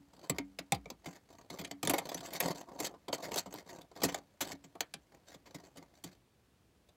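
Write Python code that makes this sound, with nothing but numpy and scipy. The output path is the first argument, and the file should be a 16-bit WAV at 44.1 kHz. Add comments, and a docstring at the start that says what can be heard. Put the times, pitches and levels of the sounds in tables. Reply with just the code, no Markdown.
"""In a small room, close to the microphone, foil wrapped round hard chunks of starch is squeezed in waves.
Creases buckle and chunks break: filtered noise bursts make snaps, hollow knocks and soft thumps.
Between them noise under random envelopes crackles as foil and grinds as crumbs; some facets ring as they flip.
A diffuse tail and low modes answer from the room; heavy breaks add sinking thuds and hums, and a low hum
from an earlier break still rings at the start."""
import sys
import numpy as np
from scipy import signal
from scipy.fft import rfft, irfft, next_fast_len
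from scipy.io import wavfile
from scipy.ndimage import uniform_filter1d, map_coordinates

SR = 44100
rng = np.random.default_rng(int(sys.argv[2]) if len(sys.argv) > 2 else 0)


def to_wav(sig):
    """Store sig (one row per channel, or 1-D mono) as 16-bit WAV at the path in sys.argv[1].

    Samples outside -1..1 are clipped; the rate is SR.
    """
    pcm = np.clip(np.atleast_2d(sig), -1, 1) * 32767
    pcm = np.round(pcm).astype(np.int16)
    wavfile.write(sys.argv[1], SR, pcm.T)  # frames by channels


N = 306927  # samples, just under 7 s

# spectrum of creased foil: frequency_hz, relative_level_db
FOIL = [(700, -36), (1300, -6.5), (2200, 4.5), (2730, -2.5), (3300, 2.5), (4700, 0.5), (5500, -2.5),
        (6200, -1.5), (7700, -0.5), (8600, -16), (11000, -37)]
# spectrum of the foil's top octave: frequency_hz, relative_level_db
SHEEN = [(6500, -39.5), (8400, -4), (10000, -2.5), (12900, 0.5), (15500, -5), (17000, -11)]
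# spectrum of the hollow packet and its crumbs: frequency_hz, relative_level_db
PACKET = [(150, -27.5), (280, -4), (370, 1), (520, 0), (680, 1), (850, -4), (1150, -7.5), (1400, -16),
          (2500, -45.5)]
# spectrum of the thump in the hands: frequency_hz, relative_level_db
THUMP = [(40, -25), (70, -10.5), (115, -10), (180, 2), (230, -10.5), (290, -0.5), (400, -10), (800, -60)]
# low standing waves of the room: frequency_hz, relative_level_db, t60_s
ROOM_MODES = [(64, -10.5, 0.24), (195.4, -17.5, 1), (282.7, -0.5, 0.34)]


def amp(db):
    """A level in decibels is twenty times the logarithm of the amplitude gain returned here."""
    return 10 ** (np.asarray(db) / 20)


def unit(x):
    """Normalisation: divide by the root mean square, so that the rms becomes 1."""
    return x / np.sqrt(np.mean(x ** 2) + 1e-20)


def sized(x, db):
    """Energy scaling: give x the energy of 20 ms of sound at that rms level."""
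    return amp(db) * x * np.sqrt(.02 * SR / np.sum(x ** 2))


def along(points, hz):
    """Logarithmic frequency scale: interpolate (frequency_hz, value) points along it."""
    f, v = np.transpose(points)
    return np.interp(np.log(hz + 1), np.log(f + 1), v)


def wander(places):
    """Smooth random variation: a spline through one random knot per whole number."""
    return map_coordinates(rng.standard_normal(2048), [places], mode="wrap")


def coloured(x, points, ripple_db=0, ripple_hz=500):
    """Minimum-phase filtering: a folded cepstrum makes the spectrum, with random resonances, causal."""
    m = 2 * next_fast_len(len(x) // 2 + 2048)
    hz = np.fft.rfftfreq(m, 1 / SR)
    # narrow random resonances ripple_hz apart, plus humps six times as broad
    ripple = np.tanh(wander(hz / ripple_hz)) + .8 * np.tanh(wander(hz / (6 * ripple_hz)))
    cepstrum = irfft(np.log(amp(along(points, hz) + ripple_db * ripple)))
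    cepstrum[1:m // 2] *= 2
    cepstrum[m // 2 + 1:] = 0
    return irfft(rfft(x, m) * np.exp(rfft(cepstrum)))[:len(x)]


def add(track, s, x):
    """Superposition: sum x into the track from time s, in seconds."""
    start = int(np.clip(round(s * SR), 0, N - 1))
    track[start:start + len(x)] += x[:N - start]


def background():
    """Stationary noise: a constant spectrum and strength give a faint steady bed."""
    # background spectrum: frequency_hz, relative_level_db
    quiet_spectrum = [(15, -43.5), (25, -20), (55, -1.5), (100, -3.5), (150, -7.5), (210, -8), (500, -15),
                      (1200, -22.5), (3900, -27), (16000, -37)]
    return amp(-70.0) * unit(coloured(rng.standard_normal(N), quiet_spectrum))


def jolts():
    """Transient excitation: heavy breaks give a thud sinking in pitch and a decaying hum of two room modes."""
    # heavy breaks that jolt the whole packet; the first row is the low hum still ringing
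    # from an earlier break: start_s, thud_level_db, hum_gain_db
    thuds_and_hums = [(0, -65, -54.5), (0.298, -38, -58.5), (.386, -63, -38), (.723, -36, -41.5),
                      (1.712, -58.5, -42.5), (4.033, -47, -56)]
    track, t = np.zeros(N), np.arange(SR) / SR
    sink_hz = 54 + 150 * np.exp(-t / .024)
    thud_decay = np.exp(-t / 0.011) + amp(-23) * np.exp(-t / 0.089)
    thud = np.sin(2 * np.pi * np.cumsum(sink_hz) / SR) * (1 - np.exp(-t / 0.0046)) * thud_decay
    # only the two upper modes hum here
    modes = sum(amp(db - 60 * t / t60) * np.sin(2 * np.pi * hz * t) for hz, db, t60 in ROOM_MODES[1:])
    hum = (1 - np.exp(-t / 0.0049)) * modes
    for s, thud_db, hum_db in thuds_and_hums:
        add(track, s, sized(thud, thud_db) + amp(hum_db) * hum)
    return track


def stroke(t, start, length, release):
    """Exponential relaxation: one squeeze takes hold within milliseconds, holds, then lets go."""
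    grip_s = 0.0051
    since = np.maximum(t - start, 0)
    return (1 - np.exp(-since / grip_s)) * np.exp(-np.clip((since - length) / release, 0, 30))


def pressure(t):
    """Incoherent power addition: the light hold and every squeeze sum as squares, for foil and starch."""
    # squeezes of the fingers: start_s, length_s, relative_foil_db, relative_starch_db
    squeezes = [(0.128, 0.15, -66, -58), (0.34, 0.024, -62, -47), (1.031, 0.13, -61.5, -58.5),
                (1.286, 0.15, -66, -57.5), (1.509, 0.17, -61, -56), (1.845, .22, -49.5, -44),
                (2.1, 0.27, -55.5, -49), (2.396, 0.12, -44, -38.5), (2.543, 0.074, -53.5, -49),
                (2.666, 0.24, -67.5, -49), (2.786, 0.064, -45.5, -45), (3.162, 0.21, -58.5, -44.5),
                (3.326, 0.073, -41.5, -43), (3.507, 0.092, -54, -51), (3.659, .15, -61, -50),
                (3.95, 0.086, -56.5, -47.5), (4.043, .14, -54, -48.5), (4.417, .11, -50, -46.5),
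                (5.118, 0.032, -67, -58), (5.272, 0.066, -59.5, -57.5), (5.457, 0.22, -65.5, -59),
                (5.755, 0.068, -60.5, -54), (5.91, 0.074, -69.5, -66.5), (6.075, 0.069, -68, -67)]
    # the foil stops with the fingers; the crumbs settle more slowly
    foil_release_s, starch_release_s = 0.012, 0.026
    # between squeezes the hand keeps a light hold until it comes to rest
    hold_foil_db, hold_starch_db, rest_s = -81, -73.5, 6.15
    held = stroke(t, 0, rest_s, starch_release_s)
    foil, starch = amp(hold_foil_db) * held + 1e-9, amp(hold_starch_db) * held
    for start, length, foil_db, starch_db in squeezes:
        foil = np.hypot(foil, amp(foil_db) * stroke(t, start, length, foil_release_s))
        starch = np.hypot(starch, amp(starch_db) * stroke(t, start, length, starch_release_s))
    return foil, starch


def slides(t):
    """Sliding friction: foil passing over a chunk swells and fades as a Gaussian in time."""
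    # slides: middle_s, half_length_s, relative_foil_db, relative_starch_db
    rubs = [(0.245, 0.0074, -53.5, -46), (1.083, 0.0092, -56.5, -44.5), (1.163, 0.006, -53.5, -53),
            (1.541, 0.011, -54.5, -41.5), (2.26, 0.013, -45, -46), (2.36, 0.011, -38, -34.5),
            (2.454, 0.023, -46, -33), (2.501, 0.015, -49.5, -33), (2.859, 0.011, -33.5, -35),
            (3.144, 0.009, -38, -46.5), (3.246, 0.014, -41.5, -47.5), (3.386, 0.007, -28.5, -39.5),
            (3.699, 0.008, -49, -59), (5.284, 0.0093, -60, -61), (6.071, 0.0097, -56, -55)]
    foil, starch = np.zeros((2, N))
    for middle, half, rub_db, grind_db in rubs:
        swell = np.exp(-np.minimum(((t - middle) / half) ** 2 / 2, 20))
        foil += amp(rub_db) * swell
        starch += amp(grind_db) * swell
    return foil, starch


def crinkles(rate, spread_db, life):
    """Shot noise: small bucklings at random moments, rate per second, each swell and die within life s."""
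    chance, size = rng.random(N), rng.standard_normal(N)
    kicks = (chance < rate / SR) * amp(spread_db * np.clip(size, -2, 2)) ** 2
    t = np.arange(SR // 20) / SR
    pulse = np.exp(-t / life) * (1 - np.exp(-t / (0.7 * life)))
    power = np.abs(signal.fftconvolve(kicks, pulse ** 2)[:N])
    # the hand sets the mean strength; single bucklings stand out from it
    mean = np.abs(uniform_filter1d(power, size=1500))
    return unit(np.sqrt(power / (mean + 0.09 * power.mean())))


def shifting(points, ripple_db, ripple_hz, rate, count=5):
    """Changing resonance: steady noise fades between filters, rate knots/s, as the packet deforms."""
    t = np.arange(N) / SR
    shares = np.array([amp(10 * wander(t * rate)) for _ in range(count)])
    voices = np.array([unit(coloured(rng.standard_normal(N), points, ripple_db, ripple_hz))
                       for _ in range(count)])
    return np.sum(shares * voices, axis=0) / np.linalg.norm(shares, axis=0)


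def squeeze():
    """Amplitude modulation: pressure and bucklings shape noise into foil crackle and crumb grinding."""
    # slack foil bending slowly: frequency_hz, relative_level_db
    slack_spectrum = [(500, -23), (1600, -1), (4500, -17.5)]
    t = np.arange(N) / SR
    foil, starch = pressure(t)
    slide_foil, slide_starch = slides(t)
    coarse = crinkles(rate=130, spread_db=4.5, life=.003)
    fine = crinkles(rate=1100, spread_db=4, life=.0015)
    crumbling = crinkles(rate=77, spread_db=3.0, life=0.0095)

    # grinding crumbs also rustle the foil around them
    rustled_foil = np.hypot(foil, amp(-26.5) * starch)
    crackle = np.hypot(rustled_foil * (coarse + 0.25), slide_foil * fine)
    grind = np.hypot(starch, amp(-3) * slide_starch) * unit(coarse + 1.3 * crumbling)

    # harder crushing sounds brighter; a light touch bends the foil softly, with a duller rustle
    force = np.hypot(foil, slide_foil)
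    gloss = amp(-9) * (force / amp(-37.0)) ** .2
    softness = amp(-6) * (force / amp(-63.5)) ** -.25
    creased = shifting(FOIL, ripple_db=8.5, ripple_hz=285.3, rate=30)
    bright = shifting(SHEEN, ripple_db=0.5, ripple_hz=500, rate=27)
    dull = shifting(slack_spectrum, ripple_db=3, ripple_hz=200, rate=20)
    metal = crackle * (creased + gloss * bright + softness * dull)

    crumbs = grind * shifting(PACKET, ripple_db=5.5, ripple_hz=72.9, rate=20)
    rumble = amp(-12.5) * grind * unit(coloured(rng.standard_normal(N), THUMP))
    return metal, crumbs, rumble


def burst(life, rise, tail_db, tail, size=7000):
    """Fracture noise: a run of tiny breaks swells, decays exponentially and leaves a weaker ring."""
    t = np.arange(size) / SR
    decay = np.exp(-t / life) + amp(tail_db) * np.exp(-t / tail)
    return rng.standard_normal(size) * (1 - np.exp(-t / rise)) * decay


def snaps():
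    """Sudden energy release: each break cracks the foil, knocks the packet, then thumps in the hands."""
    # breaks and bucklings: start_s, crack_db, knock_db, relative_thump_db, sheen_re_crack_db, life_s
    breaks = [(0.296, -38, -38, -39.5, -4, 0.0037), (0.3836, -39.5, -42, -44.5, -14, 0.0019),
              (0.587, -43, -45.5, -47.5, -11.5, 0.0034), (0.721, -32.5, -35, -44.5, -6.5, 0.0011),
              (0.744, -48, -50, -51.5, -7.5, .0047), (0.857, -63, -51.5, -55.5, -22, 0.0011),
              (0.901, -48, -49.5, -52.5, -9.5, 0.0023), (1.057, -49, -48, -44.5, -13, 0.0064),
              (1.5, -49.5, -51, -50, -11, .0046), (1.586, -47, -48.5, -46, -7, 0.0072),
              (1.613, -52.5, -52, -49.5, -7, .0025), (1.646, -45.5, -54.5, -54.5, -13, 0.0035),
              (1.711, -46, -48, -55.5, -13.5, 0.0021), (1.829, -39.5, -40.5, -37.5, -6.5, 0.0028),
              (1.85, -44.5, -56, -54, -5, 0.0021), (1.873, -34.5, -37.5, -41, -3.5, 0.0017),
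              (1.895, -32.5, -33, -40, 0.5, 0.0049), (1.909, -45, -41.5, -54, 1, .0015),
              (1.935, -36.5, -30, -57.5, -4, 0.0051), (1.981, -38, -37.5, -51.5, -4, 0.0044),
              (2.089, -46, -46, -57, -8, 0.0046), (2.116, -53.5, -42.5, -66, -13, 0.0027),
              (2.143, -46, -47, -45.5, -2, 0.0031), (2.177, -52, -56.5, -53, -11, 0.0022),
              (2.205, -55, -63, -65.5, -9, 0.0022), (2.332, -45, -51.5, -67.5, 1, 0.0057),
              (2.402, -33.5, -39.5, -51.5, -2, 0.0038), (2.801, -41, -39.5, -44.5, -3, 0.0036),
              (2.939, -71.5, -53.5, -62, -18, 0.0055), (3.081, -49.5, -40.5, -47, -13, 0.0045),
              (3.128, -39, -35.5, -53, -14, 0.0021), (3.316, -47, -43.5, -46.5, -10.5, 0.0034),
              (3.359, -43, -37.5, -78, -1, 0.0017), (3.458, -58, -48.5, -49, -12, 0.007),
              (3.539, -52, -47, -47.5, 5, 0.0016), (3.816, -61, -67, -63, -7, 0.0017),
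              (3.914, -70, -58, -72, -15, 0.002), (4.017, -45, -41.5, -45.5, -13.5, 0.0049),
              (4.033, -30.5, -31.5, -31.5, -3.5, 0.0057), (4.046, -38, -50, -54, -4.5, 0.006),
              (4.085, -44, -42, -64, -11, 0.0076), (4.144, -40.5, -40, -60, -11.5, .0022),
              (4.406, -34.5, -41, -44, -5, 0.0082), (4.517, -47.5, -55, -49, -11.5, 0.003),
              (4.639, -59.5, -62, -56.5, -15, 0.0059), (4.752, -65.5, -50.5, -65, -8, .0037),
              (4.806, -34.5, -41.5, -59.5, -9, 0.0016), (4.938, -45, -53, -54.5, -7.5, 0.0023),
              (5.342, -58.5, -57, -59, -11, 0.0049), (5.456, -61, -62.5, -61, -15, 0.011),
              (5.544, -52, -52.5, -47, -9.5, 0.0061), (5.769, -58.5, -67, -53.5, -5, 0.0059),
              (6.038, -47.5, -55, -47.5, -2.5, 0.0047), (6.887, -70.5, -70, -72, -11, .004)]
    thump_delay_s = 0.0023
    foil, packet, thumps = np.zeros((3, N))
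    for s, crack_db, knock_db, thump_db, top_db, life in breaks:
        # every facet of foil has resonances of its own
        crack = burst(life, rise=1.7 * life, tail_db=-27, tail=0.0082)
        crack = coloured(crack, FOIL, ripple_db=4.5, ripple_hz=342.0)
        sheen = burst(1.1 * life, rise=0.7 * life, tail_db=-29, tail=.011)
        sheen = coloured(sheen, SHEEN, ripple_db=7.5, ripple_hz=573)
        add(foil, s, sized(unit(crack) + amp(top_db) * unit(sheen), crack_db))

        knock = burst(0.0087 + 0.26 * life, rise=0.35 * life, tail_db=-18, tail=0.022)
        knock = coloured(knock, PACKET, ripple_db=1.5, ripple_hz=89.9)
        add(packet, s, sized(knock, knock_db))

        thump = coloured(burst(life=0.016, rise=0.012, tail_db=-25.5, tail=0.022), THUMP)
        add(thumps, s + thump_delay_s, sized(thump, thump_db))
    return foil, packet, thumps


def tings():
    """Damped free vibration: a flipping facet or pocket rings near one pitch for a few milliseconds."""
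    # taut facets and pockets: start_s, pitch_hz, level_db
    facets = [(0.297, 7670, -35), (.7215, 7960, -40), (.7225, 812, -35.5), (.857, 2270, -56),
              (1.896, 7500, -39.5), (1.91, 679, -39.5), (2.146, 6080, -43.5), (2.402, 12700, -37)]
    track, t = np.zeros(N), np.arange(SR // 10) / SR
    for s, hz, db in facets:
        cycles = hz * t
        decay = np.exp(-t / (0.0034 + 2.9 / hz)) + amp(-25.0) * np.exp(-t / .007)
        # the phase strays slightly, so the tone is not perfectly pure
        phase = 2 * np.pi * cycles + .5 * wander(cycles / 12 % 2000)
        add(track, s, sized((1 - np.exp(-cycles / 3)) * decay * np.sin(phase), db))
    return track


def room(x):
    """Diffuse reverberation: convolution with noise whose decay time depends on frequency."""
    # reverberation: frequency_hz, t60_s
    decay_times = [(100, 0.064), (500, 0.089), (1500, 0.14), (5000, 0.057), (15000, 0.015)]
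    hz, t, z = signal.stft(rng.standard_normal(SR // 2), SR, nperseg=256)
    decay = amp(-60 * t / along(decay_times, hz)[:, None])
    tail = signal.istft(z * decay, SR, nperseg=256)[1]
    tail *= 1 - np.exp(-np.arange(len(tail)) / (0.0024 * SR))
    return signal.fftconvolve(x, tail / np.linalg.norm(tail))[:N]


def boom(x):
    """Modal resonance: the room's low standing waves build up under the input and hum on."""
    t = np.arange(SR) / SR
    ring = np.zeros(SR)
    for hz, db, t60 in ROOM_MODES:
        # a slow decay builds up longer, so each mode is scaled to about unit gain before its level
        balance = 2 * np.log(1000) / (t60 * SR)
        ring += amp(db - 60 * t / t60) * np.sin(2 * np.pi * hz * t) * balance
    return signal.fftconvolve(x, ring)[:N]


def scene():
    """Direct and reverberant sound: the close packet, the room's answer and the steady background."""
    metal, crumbs, rumble = squeeze()
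    foil, packet, thumps = snaps()
    low = amp(-1.0) * thumps + rumble
    close = foil + packet + tings() + amp(-4.5) * (metal + crumbs) + low
    reverberant = amp(-14.5) * room(close) + amp(2.0) * boom(low)
    return (close + jolts() + reverberant + background())[None]


def record(dry):
    """Band limiting: the microphone sheds the deepest bass, the recorder all above a steep top edge."""
    low_hz, top_hz = 42, 15900
    thin = signal.sosfilt(signal.butter(3, low_hz, "highpass", fs=SR, output="sos"), dry)
    m = next_fast_len(N + 8192)
    hz = np.fft.rfftfreq(m, 1 / SR)
    return irfft(rfft(thin, m) / np.sqrt(1 + (hz / top_hz) ** 170), m)[:, :N]


dry = scene()
out = record(dry)
to_wav(out)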